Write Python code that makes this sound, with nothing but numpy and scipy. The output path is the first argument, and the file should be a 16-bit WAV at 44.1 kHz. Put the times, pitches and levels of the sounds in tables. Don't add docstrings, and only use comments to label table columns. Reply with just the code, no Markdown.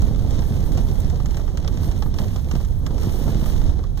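import sys
import numpy as np
from scipy import signal
from scipy.fft import rfft, irfft
from scipy.io import wavfile
from scipy.ndimage import uniform_filter1d

SR = 44100
rng = np.random.default_rng(int(sys.argv[2]) if len(sys.argv) > 2 else 0)


def to_wav(s):
    ch = np.atleast_2d(s).T
    pcm = np.round(np.clip(ch, -1, 1) * 32767)
    wavfile.write(sys.argv[1], SR, pcm.astype(np.int16))


N = 176400
T = np.arange(N) / SR

# time in seconds, relative level in dB.
BODY_SHAKE = [(0.0, -15), (0.1, -20), (1.02, -20), (1.1, -20), (1.58, -23.5), (1.78, -20), (2.49, -23),
              (2.53, -21.5), (3.15, -22), (3.33, -19), (3.37, -21), (3.67, -17.5), (3.81, -23),
              (4.0, -23.5)]
ROAD_ROUGHNESS = [(0.0, -32.5), (0.62, -32), (1.58, -35), (1.72, -34), (2.14, -36.5), (2.23, -28.5),
                  (2.29, -37.5), (2.63, -39.5), (2.79, -39.5), (3.01, -30.5), (3.21, -31), (3.25, -32),
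                  (3.59, -33.5), (3.65, -30), (3.89, -40), (4.0, -43)]
SLUSH_FLOW = [(0.0, -48.5), (0.26, -51), (0.32, -47.5), (0.72, -50), (0.8, -45), (0.84, -52), (1.06, -49),
              (1.26, -55), (1.34, -49), (1.54, -54), (1.84, -47.5), (2.1, -55.5), (2.2, -47), (2.49, -53.5),
              (2.53, -48), (2.79, -58.5), (2.96, -51.5), (3.0, -47), (3.43, -45), (3.71, -49),
              (3.75, -53.5), (3.95, -61), (4.0, -46)]
FINE_SPRAY = [(0.0, -59.5), (0.3, -57.5), (0.5, -53), (0.7, -54), (0.8, -52), (1.26, -61.5), (1.36, -56),
              (1.66, -65.5), (1.86, -49), (1.94, -58), (2.06, -53), (2.14, -69), (2.2, -51), (2.49, -56.5),
              (2.53, -54), (2.83, -61.5), (2.97, -59.5), (3.01, -48.5), (3.25, -48.5), (3.33, -55),
              (3.47, -47.5), (3.75, -64), (3.95, -67), (4.0, -62)]
# start in seconds, then knock, slap, snap, splash in relative dB.
CLUMP_HITS = [(0.019, -38, -44, -43, -48), (0.306, -47, -48, -44, -57), (0.389, -44, -40, -46, -61),
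              (0.42, -39, -47, -59, -60), (0.719, -42, -47, -46, -55), (0.774, -38, -41, -42, -51),
              (0.885, -44, -45, -49, -58), (0.912, -45, -46, -51, -62), (1.098, -42, -48, -46, -55),
              (1.157, -45, -48, -52, -66), (1.2, -39.5, -47, -51, -66), (1.2575, -42, -46, -39.5, -53),
              (1.307, -52, -46, -45, -55), (1.345, -41, -44, -54, -57), (1.369, -39, -45, -40, -62),
              (1.393, -41, -53, -60, -62), (1.477, -39, -48, -56, -65), (1.572, -41, -38, -40, -51),
              (1.645, -39, -43, -54, -68), (1.676, -37, -34.5, -40.5, -48), (1.772, -46, -47, -45.5, -63),
              (1.832, -43, -44.5, -46.5, -51), (1.913, -41, -42, -46, -58), (2.0225, -33, -37, -45, -53),
              (2.06, -39.5, -50, -59, -59), (2.14, -43, -44, -48, -51), (2.1855, -34, -34, -39, -49),
              (2.3595, -39, -39, -43, -54), (2.512, -37, -39, -37, -48), (2.552, -38, -40, -47, -54),
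              (2.601, -41, -51, -61, -63), (2.647, -55, -50, -46, -58), (2.8635, -34, -38, -37.5, -49),
              (2.905, -42, -52, -61, -66), (2.98, -38, -43, -48, -53), (3.032, -36, -45, -47, -50),
              (3.277, -37, -47, -56, -57), (3.412, -41, -45, -57, -50), (3.458, -38, -41, -45, -43),
              (3.615, -40, -47, -52, -61), (3.789, -39, -50, -62, -69), (3.838, -41, -47, -53, -64),
              (3.973, -42, -45, -49, -50)]
# start in seconds, then thud and crunch in relative dB.
RIDGE_HITS = [(0.11, -24.5, -51), (0.208, -25, -37), (0.248, -27, -56), (0.314, -23.5, -36),
              (0.389, -21, -37), (0.508, -21.5, -36), (0.578, -28, -44), (0.633, -25, -42),
              (0.71, -20.5, -49), (0.754, -20.5, -31), (0.774, -23, -27), (0.793, -30, -43),
              (0.893, -26, -41), (1.043, -25, -42), (1.129, -21.5, -32), (1.873, -22.5, -30),
              (2.059, -22, -47), (2.201, -24.5, -35), (2.239, -26.5, -34.5), (2.257, -27, -46),
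              (2.538, -19, -38), (2.556, -20.5, -32), (2.907, -25, -58), (3.06, -23.5, -38),
              (3.071, -16.5, -36), (3.215, -23.5, -38), (3.258, -23.5, -34), (3.274, -19, -28),
              (3.292, -20.5, -38), (3.316, -25, -34), (3.355, -18.5, -50), (3.426, -20, -39),
              (3.655, -31, -47)]
# start in seconds, relative level in dB.
ICE_HITS = [(.452, -45), (1.003, -34), (1.0065, -41), (3.122, -41), (3.24, -40), (3.464, -37), (3.469, -39),
            (3.488, -43)]

# frequency in Hz, relative level in dB.
RUMBLE_TONE = [(5, -57), (15, -2.5), (32, 1.5), (48, -0.5), (60, -2), (73, -3.5), (88, -7.5), (115, -11),
               (160, -16), (250, -27.5), (500, -47.5), (1200, -83.5)]
ROAR_TONE = [(60, -36.5), (150, 0.5), (230, -1), (330, -2.5), (500, -8), (900, -19.5), (1400, -35.5),
             (2500, -63), (6000, -44)]
HISS_TONE = [(300, -15), (900, 0), (1600, -1), (2400, -.5), (3100, .5), (3800, 1), (4400, -2), (4900, -1.5),
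             (5400, 1), (7000, -2), (8500, -11), (11000, -22), (16000, -30)]
FIZZ_TONE = [(2000, -25), (6000, -9), (8200, -5), (10300, -7), (12200, -3), (14000, -3.5), (14700, -1.5),
             (15100, 2.5), (15600, -4)]
KNOCK_TONE = [(100, -11.5), (300, 1.5), (550, -1.5), (700, 1), (880, 1), (1040, -3), (1220, -3.5),
              (1450, -10), (2000, -13), (3000, -33.5), (8000, -49)]
SLAP_TONE = [(500, -6), (1400, -1), (2200, -4.5), (3000, 6.5), (3800, 4.5), (4500, 3), (5600, 7),
             (8200, -42), (16000, -26)]
SNAP_TONE = [(2000, 6), (4400, -1.5), (5400, 7.5), (6200, 8.5), (7000, 6.5), (7700, 8), (8800, -14),
             (12000, -25), (16000, -44)]
THUMP_TONE = [(30, -37), (70, -4.5), (125, 7), (160, 1.5), (185, -5.5), (212, 1), (260, -11.5), (340, -13),
              (600, -26), (1500, -57.5), (4000, -69)]
CRUNCH_TONE = [(100, -24), (250, -6), (400, -1), (650, -3), (900, -13), (1500, -29), (4000, -57)]
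TICK_TONE = [(2000, -41), (6000, -1), (8000, -0.5), (11500, -6), (14000, -4), (15200, 4), (16000, -6)]

# frequency in Hz, likeness from 0 to 1.
BASS_LIKENESS = [(30, .65), (150, .8), (330, .52), (700, .78), (1000, .75), (1270, .98), (1400, .85),
                 (1570, .25)]
# frequency in Hz, phase in radians.
LEFT_LEAD = [(30, 1), (120, 0.76), (165, 0.94), (230, 0.76), (380, 1), (500, 0.6), (1400, 0.29)]
# frequency in Hz, level in dB.
LEFT_BASS_DB = [(20, -13), (50, -11), (80, -4.5), (120, -8), (165, -2), (210, -4), (290, -1), (420, -3),
                (800, -1), (1570, -.5)]
LEFT_TREBLE_DB = [(1570, -3), (2000, -5.5), (3200, -6), (5500, -8), (7000, -7.5), (9000, -4.5), (12000, -5),
                  (15000, -6.5)]
# frequency in Hz, share from 0 to 1.
CROSS_SHARE = [(1570, .85), (2350, .95), (2750, .95), (3200, .7), (3800, .58), (5100, .52), (6400, .47),
               (7700, .53), (9000, .6), (10300, .74), (15000, .84)]


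def amp(db):
    return 10 ** (np.asarray(db) / 20)


def evened(x):
    return x / np.sqrt(np.mean(x ** 2) + 1e-20)


def read(points, hz):
    f, value = np.transpose(points)
    return np.interp(np.log(hz + 1), np.log(f + 1), value)


def curve(points):
    return np.interp(T, *np.transpose(points))


def wander(rate_hz):
    hz = np.fft.rfftfreq(N, 1 / SR)
    slow = rfft(rng.standard_normal(N)) * (hz > 1) / (1 + (hz / rate_hz) ** 2)
    return evened(irfft(slow, N))


def colour(x, tone, size=8192):
    hz = abs(np.fft.fftfreq(size, 1 / SR))
    log_gain = np.log(amp(read(tone, hz)))
    response = np.exp(np.conj(signal.hilbert(log_gain)))
    taps = np.fft.ifft(response).real[:size // 2]
    return irfft(rfft(x) * rfft(taps / np.linalg.norm(taps), N), N)


def noise():
    return rng.standard_normal((2, N))


def bursts(times, levels_db, rise_s, t60):
    power = np.zeros(N)
    for s, db in zip(times, levels_db):
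        start = max(round(s * SR), 0)
        t = T[:min(N - start, SR // 2)]
        puff = np.minimum(t / rise_s, 1) * amp(db - 60 * t / t60)
        power[start:start + len(t)] += puff ** 2
    return noise() * np.sqrt(power)


def pelting(per_s, spread_db, t60):
    sizes = amp(spread_db * np.minimum(rng.exponential(1, N), np.e))
    hits = sizes * (rng.random(N) < per_s / SR)
    fade = np.exp(-2 * np.log(1000) / (t60 * SR))
    return evened(np.sqrt(signal.lfilter([1], [1, -fade], hits ** 2)))


def body_rumble(gain_db=4.5, steadiness=0.65):
    boom = evened(colour(noise(), RUMBLE_TONE))
    power = uniform_filter1d(boom ** 2, size=2400, mode="wrap")
    power = uniform_filter1d(power, size=2400, mode="wrap") + 1e-6
    return amp(curve(BODY_SHAKE) + gain_db) * evened(boom / power ** (steadiness / 2))


def tyre_roar(gain_db=-0.5, lumpy_db=1.5):
    return colour(noise() * amp(curve(ROAD_ROUGHNESS) + gain_db + lumpy_db * wander(38)), ROAR_TONE)


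def slush_spray(grit_db=-1.5, knock_db=-0.5, slap_db=-5.5, fizz_db=4.5):
    flow_db = curve(SLUSH_FLOW)
    hiss = amp(flow_db + wander(8.5)) * noise()
    grit = amp(flow_db + grit_db) * noise() * pelting(per_s=200, spread_db=5.5, t60=0.022)
    pats = amp(flow_db) * pelting(per_s=210, spread_db=3, t60=0.054)
    fizz_level = amp(curve(FINE_SPRAY) + fizz_db + 1.9 * wander(18))
    fizz = fizz_level * pelting(per_s=5300, spread_db=1, t60=0.025) * noise()
    knocks = colour(amp(knock_db) * pats * noise(), KNOCK_TONE)
    slaps = colour(amp(slap_db) * pats * noise(), SLAP_TONE)
    return colour(hiss + grit, HISS_TONE) + colour(fizz, FIZZ_TONE) + knocks + slaps


def slush_clumps(knock_db=4.5, slap_db=6.5, snap_db=8, splash_db=5.5):
    times, knock, slap, snap, splash = np.transpose(CLUMP_HITS)
    return (colour(bursts(times, knock + knock_db, rise_s=0.00096, t60=0.079), KNOCK_TONE)
            + colour(bursts(times, slap + slap_db, rise_s=0.0012, t60=0.036), SLAP_TONE)
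            + colour(bursts(times, snap + snap_db, rise_s=0.0007, t60=0.036), SNAP_TONE)
            + colour(bursts(times, splash + splash_db, rise_s=0.00075, t60=0.092), FIZZ_TONE))


def snow_ridges(thud_db=-0.5, shudder_db=-7, crunch_db=0.5):
    times, thud, crunch = np.transpose(RIDGE_HITS)
    pushes = np.zeros(N)
    pushes[np.round(times * SR).astype(int)] = amp(thud + thud_db) * np.sqrt(0.015 * SR)
    shudder = bursts(times, thud + shudder_db, rise_s=0.015, t60=0.16)
    crumbling = bursts(times, crunch + crunch_db, rise_s=0.0049, t60=0.1)
    return colour(pushes + shudder, THUMP_TONE) + colour(crumbling, CRUNCH_TONE)


def ice_ticks(gain_db=2.5):
    times, level_db = np.transpose(ICE_HITS)
    return colour(bursts(times, level_db + gain_db, rise_s=0.0003, t60=0.02), TICK_TONE)


def microphones(sound, treble_from_hz=1570, lag_s=0.000392):
    hz = np.fft.rfftfreq(N, 1 / SR)
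    right, other = rfft(sound)
    alike = np.clip(read(BASS_LIKENESS, hz), 0, 1)
    left = alike * right + np.sqrt(1 - alike ** 2) * other
    left *= amp(read(LEFT_BASS_DB, hz)) * np.exp(1j * read(LEFT_LEAD, hz))
    left_gain, share = amp(read(LEFT_TREBLE_DB, hz)), read(CROSS_SHARE, hz)
    pair = np.array([left_gain * other, right])
    late_copy = np.exp(-2j * np.pi * hz * lag_s) * pair[::-1]
    treble = (pair - share * late_copy) / np.hypot(1, share * left_gain)
    return irfft(np.where(hz < treble_from_hz, np.array([left, right]), treble), N)


def scene():
    rolling = body_rumble() + tyre_roar() + snow_ridges()
    return microphones(rolling + slush_spray() + slush_clumps() + ice_ticks())


def record(dry):
    low_pass = signal.firwin(511, 15550, window=("kaiser", 9), fs=SR)
    return signal.oaconvolve(dry, low_pass[None], "same")


dry = scene()
out = record(dry)
to_wav(out)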